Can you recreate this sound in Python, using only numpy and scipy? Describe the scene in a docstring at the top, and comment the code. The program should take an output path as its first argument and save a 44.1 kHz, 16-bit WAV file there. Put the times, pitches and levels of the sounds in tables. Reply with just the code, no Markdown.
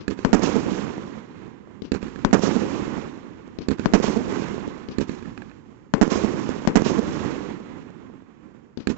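"""Open ground at night, among walls, trees and houses: a firework cake is firing. A thump lifts each shell
from the ground, a bang bursts it in the air; both are clicks rung through the colour of the blast.
Two microphones stand some 30 m apart, the left one nearer and set lower in gain. Walls throw back single
echoes, trees and houses a long scattered roll of coloured noise over a faint night background.
The bangs overload the recorder."""
import sys
import numpy as np
from scipy import signal
from scipy.fft import rfft, irfft
from scipy.io import wavfile

SR = 44100
rng = np.random.default_rng(int(sys.argv[2]) if len(sys.argv) > 2 else 0)


def store_pcm(level_fs):
    """Save levels as 16-bit WAV."""
    pcm = np.round(np.clip(level_fs, -1, 1) * 32767).astype(np.int16)
    wavfile.write(sys.argv[1], SR, np.atleast_2d(pcm).T)


N = 395577

# colours shared by sharp edges, deep bass and roll: (f/Hz, level/dB)
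HISS_COLOUR = [(1500, -25), (2500, 0.1), (3300, -3.5), (4300, -4.5), (5500, -28)]
RUMBLE_COLOUR = [(20, -19), (40, -10.5), (70, -6), (110, 0.1), (160, -5), (300, -40)]
# the top treble at the left microphone: (f/Hz, level/dB)
SIZZLE_COLOUR_LEFT = [(3300, -25), (4300, -1.5), (4800, 0.1), (6000, -5.5), (6800, -14), (7500, -19),
                      (9000, -40)]
# the top treble at the right microphone: (f/Hz, level/dB)
SIZZLE_COLOUR_RIGHT = [(3500, -22), (4600, -2.5), (5300, .5), (6200, 0.1), (7600, -4.5), (9000, -40)]

USUAL_LAG_S = .082  # right microphone after left, for a burst in its usual place
NEARER_DB_S = 350  # an echo whose path is shortened by the burst's place comes back louder
PUNCH_DB, LIFT_PUNCH_DB = -12.5, 4  # deep bass of a blast, and what a lift pushes beyond that
SPRAY_S = .003  # decay time of the ragged noise after a sharp edge
SPRAY_DB, LIFT_SPRAY_DB = -19, -13  # the ragged noise is stronger for a lift than for a burst
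BURST_ROLL_S, LIFT_ROLL_S, RUN_OUT_DB_S = 2.05, .95, 25  # how far scatterers reach, and the fade beyond
# Loss of the sharp edge with echo delay; far walls return little of a lift above the split
EDGE_LOST_DB_S, MUZZLE_EDGE_LOST_DB_S, MUZZLE_SPLIT_HZ = 21, 26, 2800
BASS_KEPT_DB_S, BLOOM_LOST_DB_S = 5.5, 7  # long paths keep deep bass and lose the upper boom
NEAR_S, NEAR_RUMBLE_DB = .05, -18  # near scatterers are too small for deep bass
RATTLE_FADE_SHARE = .4  # where the rattle's fade lies, from boom (0) to hiss (1)
CROSSTALK_DB, CROSSTALK_HZ = -19, 3700  # treble that leaks between the two channels
LINK_HZ, TOP_HZ, BOTTOM_HZ = 7700, 8646, 15


def undb(db):
    """Gain for a level in dB."""
    return 10 ** (np.asarray(db) / 20)


def ring(colour, peak_one=True):
    """Causal impulse response with this colour (folded cepstrum of the log gain)."""
    hz, db = np.transpose(colour)
    grid = np.log(np.arange(4097) * SR / 8192 + 1)  # the 1 Hz keeps the log finite
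    cepstrum = irfft(np.log(undb(np.interp(grid, np.log(hz), db))))
    # fold the late half onto the early one: minimum phase
    cepstrum[1:4096] *= 2
    cepstrum[4097:] = 0
    response = irfft(np.exp(rfft(cepstrum)))[:4096]
    return response / np.abs(response).max() if peak_one else response


def through(sound, response):
    """Ring a track through an impulse response, kept to the length of the scene."""
    return signal.oaconvolve(sound, response)[:N]


def bursts(side, air_db_s):
    """Shells burst in the air: a low thump, a short push and pull, and a sharp edge of treble."""
    # bursts; those before zero leave only later echoes and roll: (left t/s, right t/s, level/dB)
    burst_shots = [(-1.5, -1.42, 0.1), (.2485, .3305, 0.1), (2.2477, 2.3297, 0.1), (3.8579, 3.9363, 0.1),
                   (5.9381, 6.0134, 0.1), (6.6742, 6.7564, 0.1)]
    # direct sound and wall echoes, left: (t/s after arrival, thump level/dB, crack level/dB,
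    # change of delay per change of the left-right lag)
    burst_walls_left = [(0, -6, 9, 0), (.001, -9, 8, 0), (.0118, -21, -23, 0), (.044, -23, -33, 0),
                        (.0603, -23, -38, 0), (.1357, -33, -51, 0), (.209, -21, -43, -.6),
                        (.230, -23, -40, 1.4), (.301, -29, -50, 0), (.346, -29, -46, 0),
                        (.387, -27, -41, .4), (.4157, -20, -39, 0), (.448, -28, -50, 0),
                        (.542, -31, -55, 0), (.6577, -30, -43, 1.4), (.692, -32, -55, 0),
                        (.721, -33, -50, 1), (.745, -32, -52, 1), (.7896, -30, -55, 3.2),
                        (.829, -26, -41, 2.8), (1.4336, -41, -54, 0)]
    # direct sound and wall echoes, right: the same columns
    burst_walls_right = [(0, 2.5, 11, 0), (.0041, 2.5, 7, -.07), (.0143, -3, 5, 0), (.021, -4, -24, 0),
                         (.041, -22, -27, 0), (.0508, -20.5, -25, -.3), (.064, -11, -16, -.1),
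                         (.1055, -13, -7, -.1), (.110, -11, -20, -.1), (.143, -15, -13, 0),
                         (.150, -11, -15, .6), (.161, -11, -23, 0), (.195, -17, -32, 0),
                         (.226, -9.5, -30, .3), (.2305, -11, -34, .3), (.235, -6.5, -27, .3),
                         (.2395, -12, -34, .3), (.274, -17, -30, 0), (.324, -18, -33, 0),
                         (.346, -22, -27, 0), (.389, -17, -32, 0), (.449, -23, -29, 0), (.460, -19, -33, 0),
                         (.493, -15, -34, 2.2), (.550, -21, -29, 0), (.574, -22, -36, 0),
                         (.608, -22, -30, 0), (.6498, -25, -19.5, 1.7), (.695, -24, -36, 1),
                         (.746, -25, -37, 1), (.846, -26, -38, 1), (1.148, -28, -47, 0),
                         (1.3435, -36, -32, 0), (1.382, -36, -39, 0), (1.466, -40, -38, 0),
                         (1.761, -45, -41, 0), (1.7916, -38, -37, 0)]
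    # groups of scatterers, left: (t/s after arrival, build-up t/s, boom level/dB, rattle level/dB,
    # hiss level/dB, boom fade/(dB/s), hiss fade/(dB/s))
    burst_scatter_left = [(0, .012, -10, -15, -24, 800, 1400), (0, .012, -21, -32, -61, 230, 200),
                          (.14, .03, -33.5, -52, -57.5, 17, 23), (.36, .025, -38, -51, -58, 24, 31),
                          (.5, .2, -55.5, -70, -84, 5, 4)]
    # groups of scatterers, right: the same columns
    burst_scatter_right = [(0, .012, -8, -6, -18.5, 470, 1000), (0, .012, -23, -31.5, -41, 60, 60),
                           (.085, .01, -22, -26, -27.5, 40, 120), (.14, .05, -22.5, -33, -39.5, 27, 33),
                           (.34, .03, -25.5, -32, -39.5, 22, 29), (.5, .2, -43, -52, -72, 5.5, 6)]
    # the push and pull of a burst: (f/Hz, level/dB)
    blast_colour = [(25, -30), (100, -15), (215, 0.1), (300, -1.5), (450, -1.5), (650, -5), (1000, -11.5),
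                    (2000, -27), (4000, -46), (9000, -75)]

    walls = (burst_walls_left, burst_walls_right)[side]
    scatter = (burst_scatter_left, burst_scatter_right)[side]
    thump, crack, edge = echo_clicks(burst_shots, side, walls, scatter_db=1.8, blunt_db_s=EDGE_LOST_DB_S)
    spread = roll_power(scatter, BURST_ROLL_S, rumble_db=-18.5, sizzle_db=-1.5, air_db_s=air_db_s, bloom_db=-3)
    edge = ragged(edge, SPRAY_DB, rng.standard_normal(size=N))
    snap_db = (-28, -12.5)[side]
    bang = thump_sound(thump, PUNCH_DB) + through(crack, ring(blast_colour))
    bang += through(edge * undb(snap_db - 10.5), ring(HISS_COLOUR))
    bang += through(edge * undb(snap_db), ring((SIZZLE_COLOUR_LEFT, SIZZLE_COLOUR_RIGHT)[side]))
    return bang, shot_power(burst_shots, side, spread)


def lifts(side, air_db_s):
    """Charges lift the shells: gas leaves the tube as a slow thump with a harder muzzle crack."""
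    # lifts from the ground: (left t/s, right t/s, level/dB)
    lift_shots = [(-.018, .08, -3.5), (1.8204, 1.9184, 0.1), (3.5871, 3.6851, 1.1), (4.8864, 4.9842, -1.1),
                  (8.7737, 8.8716, 0.1)]
    # direct sound and wall echoes, left: (t/s after arrival, thump level/dB, crack level/dB)
    lift_walls_left = [(0, -16, -29.5), (.031, -22, -40), (.222, -25, -55), (.254, -31, -50),
                       (.3986, -40, -47), (.428, -32, -55), (.438, -35, -46), (.773, -53, -56)]
    # direct sound and wall echoes, right: the same columns
    lift_walls_right = [(0, -5, -15.5), (.015, -11, -38), (.023, -25, -29), (.0294, -7.5, -26),
                        (.042, -15, -35), (.049, -22, -34), (.0995, -30, -34), (.110, -11.5, -23),
                        (.151, -29, -32), (.1637, -21, -31), (.241, -18.5, -28.5), (.272, -24, -33),
                        (.3925, -21, -24), (.436, -30, -23), (.512, -36, -32), (.5297, -40, -35)]
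    # groups of scatterers, left: (t/s after arrival, build-up t/s, boom level/dB, rattle level/dB,
    # hiss level/dB, boom fade/(dB/s), hiss fade/(dB/s))
    lift_scatter_left = [(0, .02, -20, -47, -45, 450, 300), (.022, .005, -36, -44, -41, 220, 400),
                         (.08, .015, -47, -63, -66, 15, 25), (.2, .012, -50, -66, -55, 60, 150),
                         (.36, .015, -57, -65, -61, 34, 80)]
    # groups of scatterers, right: the same columns
    lift_scatter_right = [(0, .02, -12, -32, -38, 520, 400), (.019, .006, -22.5, -30, -34, 270, 450),
                          (.085, .015, -31.5, -40, -46, 45, 55), (.25, .015, -32, -43, -53, 50, 80),
                          (.375, .015, -37, -47, -56.5, 34, 42)]
    # muzzle crack at the left microphone: (f/Hz, level/dB)
    muzzle_colour_left = [(420, -18), (720, -1), (1050, -11), (1700, -9), (2600, -11), (4200, -5),
                          (5800, -13), (7200, -26), (9000, -45)]
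    # muzzle crack at the right microphone: (f/Hz, level/dB)
    muzzle_colour_right = [(420, -18), (720, -6), (1050, -9), (1450, -4), (1700, 0.1), (2050, -11),
                           (2500, -4.5), (3100, -18), (4300, -9), (5800, -24), (7000, -17), (7600, -18),
                           (9000, -40)]

    walls = (lift_walls_left, lift_walls_right)[side]
    scatter = (lift_scatter_left, lift_scatter_right)[side]
    thump, muzzle, muzzle_edge = echo_clicks(lift_shots, side, walls, scatter_db=.8,
                                             blunt_db_s=MUZZLE_EDGE_LOST_DB_S)
    spread = roll_power(scatter, LIFT_ROLL_S, rumble_db=-8.5, sizzle_db=-5, air_db_s=air_db_s, bloom_db=-12)
    # gas leaves the tube more slowly than a shell bursts
    push = np.hanning(int(.0016 * SR))
    thump = np.convolve(thump, 1.2 * push / push.sum(), mode="same")
    noise = rng.standard_normal(size=N)
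    muzzle = ragged(muzzle, LIFT_SPRAY_DB, noise)
    muzzle_edge = ragged(muzzle_edge, LIFT_SPRAY_DB, noise)
    # full level below the split, blunted level above it
    dull = signal.butter(2, MUZZLE_SPLIT_HZ, fs=SR)
    muzzle = muzzle_edge + signal.lfilter(*dull, muzzle - muzzle_edge)
    muzzle_ring = ring((muzzle_colour_left, muzzle_colour_right)[side])
    lift = thump_sound(thump, PUNCH_DB + LIFT_PUNCH_DB) + undb(2.5) * through(muzzle, muzzle_ring)
    return lift, shot_power(lift_shots, side, spread)


def thump_sound(thump, punch_db):
    """The low body of a blast and, beneath it, the punch of its deepest bass."""
    # low body of a blast at the microphones: (f/Hz, level/dB)
    thump_colour = [(25, -24), (50, -17), (100, -13), (150, -8), (215, 0.1), (260, -.5), (310, -5),
                    (380, -4), (500, -9), (620, -18), (900, -27), (2000, -46)]
    return through(thump, ring(thump_colour)) + through(thump * undb(punch_db), ring(RUMBLE_COLOUR))


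def ragged(clicks, spray_db, noise):
    """No wall is flat: the sharp edge of each echo arrives as a ragged spray of decaying noise."""
    tail = signal.lfilter([0, 1], [1, -np.exp(-1 / SPRAY_S / SR)], clicks)
    return clicks + undb(spray_db) * noise * tail


def add(track, s, size):
    """A click at time s, if it falls within the scene."""
    i = int(round(s * SR))
    if 0 <= i < N:
        track[i] += size


def echo_clicks(table, side, echoes, scatter_db, blunt_db_s):
    """Clicks for thump, crack and sharp edge: each wall returns a shot late, and its edge blunted by delay."""
    clicks = np.zeros((3, N))
    for shot in table:
        start, strength_db = shot[side], shot[2]
        moved = shot[1] - shot[0] - USUAL_LAG_S
        chance = scatter_db * rng.standard_normal((len(echoes), 2))
        for (delay, thump_db, crack_db, *slide), (thump_luck, crack_luck) in zip(echoes, chance):
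            later = sum(slide) * moved  # s; slide is empty for a lift
            common_db = strength_db - NEARER_DB_S * later
            arrival = start + delay + later
            add(clicks[0], arrival, undb(thump_db + thump_luck + common_db))
            add(clicks[1], arrival, undb(crack_db + crack_luck + common_db))
            add(clicks[2], arrival, undb(crack_db - blunt_db_s * delay + crack_luck + common_db))
    return clicks


def roll_power(scatter, roll_s, rumble_db, sizzle_db, air_db_s, bloom_db):
    """Roll after one shot, as power in six bands each ms: groups of scatterers build up and fade."""
    after, power = np.arange(0, 4, .001), 0
    far = np.minimum(after, roll_s)
    for start, build_s, boom, rattle, hiss, boom_fade, hiss_fade in scatter:
        age = np.clip(after - start, 0, None)
        rattle_fade = boom_fade + RATTLE_FADE_SHARE * (hiss_fade - boom_fade)
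        boom = boom - boom_fade * age
        rattle = rattle - rattle_fade * age
        hiss = hiss - hiss_fade * age
        rumble = boom + rumble_db + BASS_KEPT_DB_S * far + NEAR_RUMBLE_DB * (start < NEAR_S)
        sizzle = hiss + sizzle_db - air_db_s * far
        bloom = boom + bloom_db - BLOOM_LOST_DB_S * far
        bands = np.array([boom, rattle, hiss - 3, rumble, sizzle, bloom])
        power = power + (1 - np.exp(-age / build_s)) ** 2 * undb(2 * bands)
    return after, power * undb(-2 * RUN_OUT_DB_S * (after - far))


def shot_power(table, side, spread):
    """Power of the roll over the scene, in six bands each ms: the rolls of all shots add up."""
    after, bands = spread
    t, power = np.arange(0, N / SR, .001), 0
    for shot in table:
        rolled = np.array([np.interp(t - shot[side], after, band, 0, 0) for band in bands])
        power = power + undb(2 * shot[2]) * rolled
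    return power


def lumps(rate, spread_db):
    """Gain that wanders (rate in steps a second) as nearer and further scatterers answer."""
    steps = rng.standard_normal(size=2000)
    return undb(spread_db * np.interp(np.arange(N) / SR * rate, np.arange(len(steps)), steps))


def roll_sound(power, side):
    """Trees and houses scatter the blasts: six bands of uneven noise, each with its own colour."""
    # body of the roll: (f/Hz, level/dB)
    boom_colour = [(25, -24), (55, -19), (100, -12), (150, -6), (205, -.8), (265, -1.5), (330, -3.5),
                   (420, -11), (620, -27), (900, -36), (2000, -55)]
    # mid band of the roll: (f/Hz, level/dB)
    rattle_colour = [(300, -30), (560, -11), (750, -4), (1020, 0.1), (1350, -5), (2000, -8.5),
                     (2600, -14.5), (3500, -22), (5000, -45)]
    # upper part of the boom: (f/Hz, level/dB)
    bloom_colour = [(200, -30), (290, -7), (360, 0.1), (450, -1), (540, -4), (650, -14), (900, -17),
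                    (2000, -40)]

    swell = lumps(11, 1.3)  # whole rows of houses answer in turn
    together, leaves = swell * lumps(45, 1.4), swell * lumps(60, 1.2)
    uneven = [together * lumps(90, 1.6), together * lumps(150, 1.1), leaves * lumps(170, 1.4),
              together, leaves * lumps(210, 1.4), together * lumps(70, 1.6)]
    sizzle_colour = (SIZZLE_COLOUR_LEFT, SIZZLE_COLOUR_RIGHT)[side]
    colours = boom_colour, rattle_colour, HISS_COLOUR, RUMBLE_COLOUR, sizzle_colour, bloom_colour
    ms, roll = np.arange(N) / SR * 1000, 0
    for level, gain, colour in zip(np.sqrt(power), uneven, colours):
        level = np.interp(ms, np.arange(len(level)), level)
        noise = level * rng.standard_normal(size=N) * gain
        response = ring(colour)
        roll = roll + through(noise / np.linalg.norm(response), response)
    return roll


def night_power(side):
    """The night background: a constant power in each band, later made uneven along with the roll."""
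    # row left, row right: (boom, rattle, hiss, rumble, sizzle, bloom level/dB)
    night_levels = [(-66, -80, -94, -72, -90, -70), (-54, -66, -88, -60, -88, -58)]
    return undb(2 * np.array(night_levels[side]))[:, None]


def microphone(side):
    """All that reaches one microphone (0 left, 1 right): bursts, lifts, their roll and the night."""
    air_db_s = (1.5, 8)[side]  # top treble lost along the roll's paths
    burst, burst_power = bursts(side, air_db_s)
    lift, lift_power = lifts(side, air_db_s)
    return burst + lift + roll_sound(lift_power + burst_power + night_power(side), side)


def scene():
    """The two microphones go to left and right."""
    return np.array([microphone(0), microphone(1)])


def record(dry):
    """The bangs are squared off inside an emphasised link; some treble leaks across; the band ends near 8 kHz."""
    # raised before the overload, lowered after: (f/Hz, level/dB)
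    emphasis = [(20, -11), (45, -8), (90, 0.1), (2200, 0.1), (3300, 3), (4300, -1), (6500, -3.5),
                (9000, -1.5)]
    # where the overload flattens, row left, row right: (amplitude)
    ceiling = [
        [.56],
        [.67],
    ]

    raise_ring = ring(emphasis, peak_one=False)
    lower_ring = ring(np.multiply(emphasis, [1, -1]), peak_one=False)
    raised = signal.oaconvolve(dry, raise_ring[None])[:, :N]
    squared = raised / (1 + np.abs(raised / ceiling) ** 4) ** (1 / 4)
    lowered = signal.oaconvolve(squared, lower_ring[None])[:, :N]
    lowered = signal.lfilter(*signal.butter(1, BOTTOM_HZ, "high", fs=SR), lowered)
    treble = signal.sosfilt(signal.butter(4, CROSSTALK_HZ, "high", fs=SR, output="sos"), lowered)
    mixed = lowered + undb(CROSSTALK_DB) * treble[::-1]  # left and right swapped
    narrow = signal.sosfilt(signal.ellip(8, .3, 30, LINK_HZ, fs=SR, output="sos"), mixed)
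    return signal.sosfilt(signal.ellip(8, .2, 70, TOP_HZ, fs=SR, output="sos"), narrow)


dry = scene()
out = record(dry)
store_pcm(out)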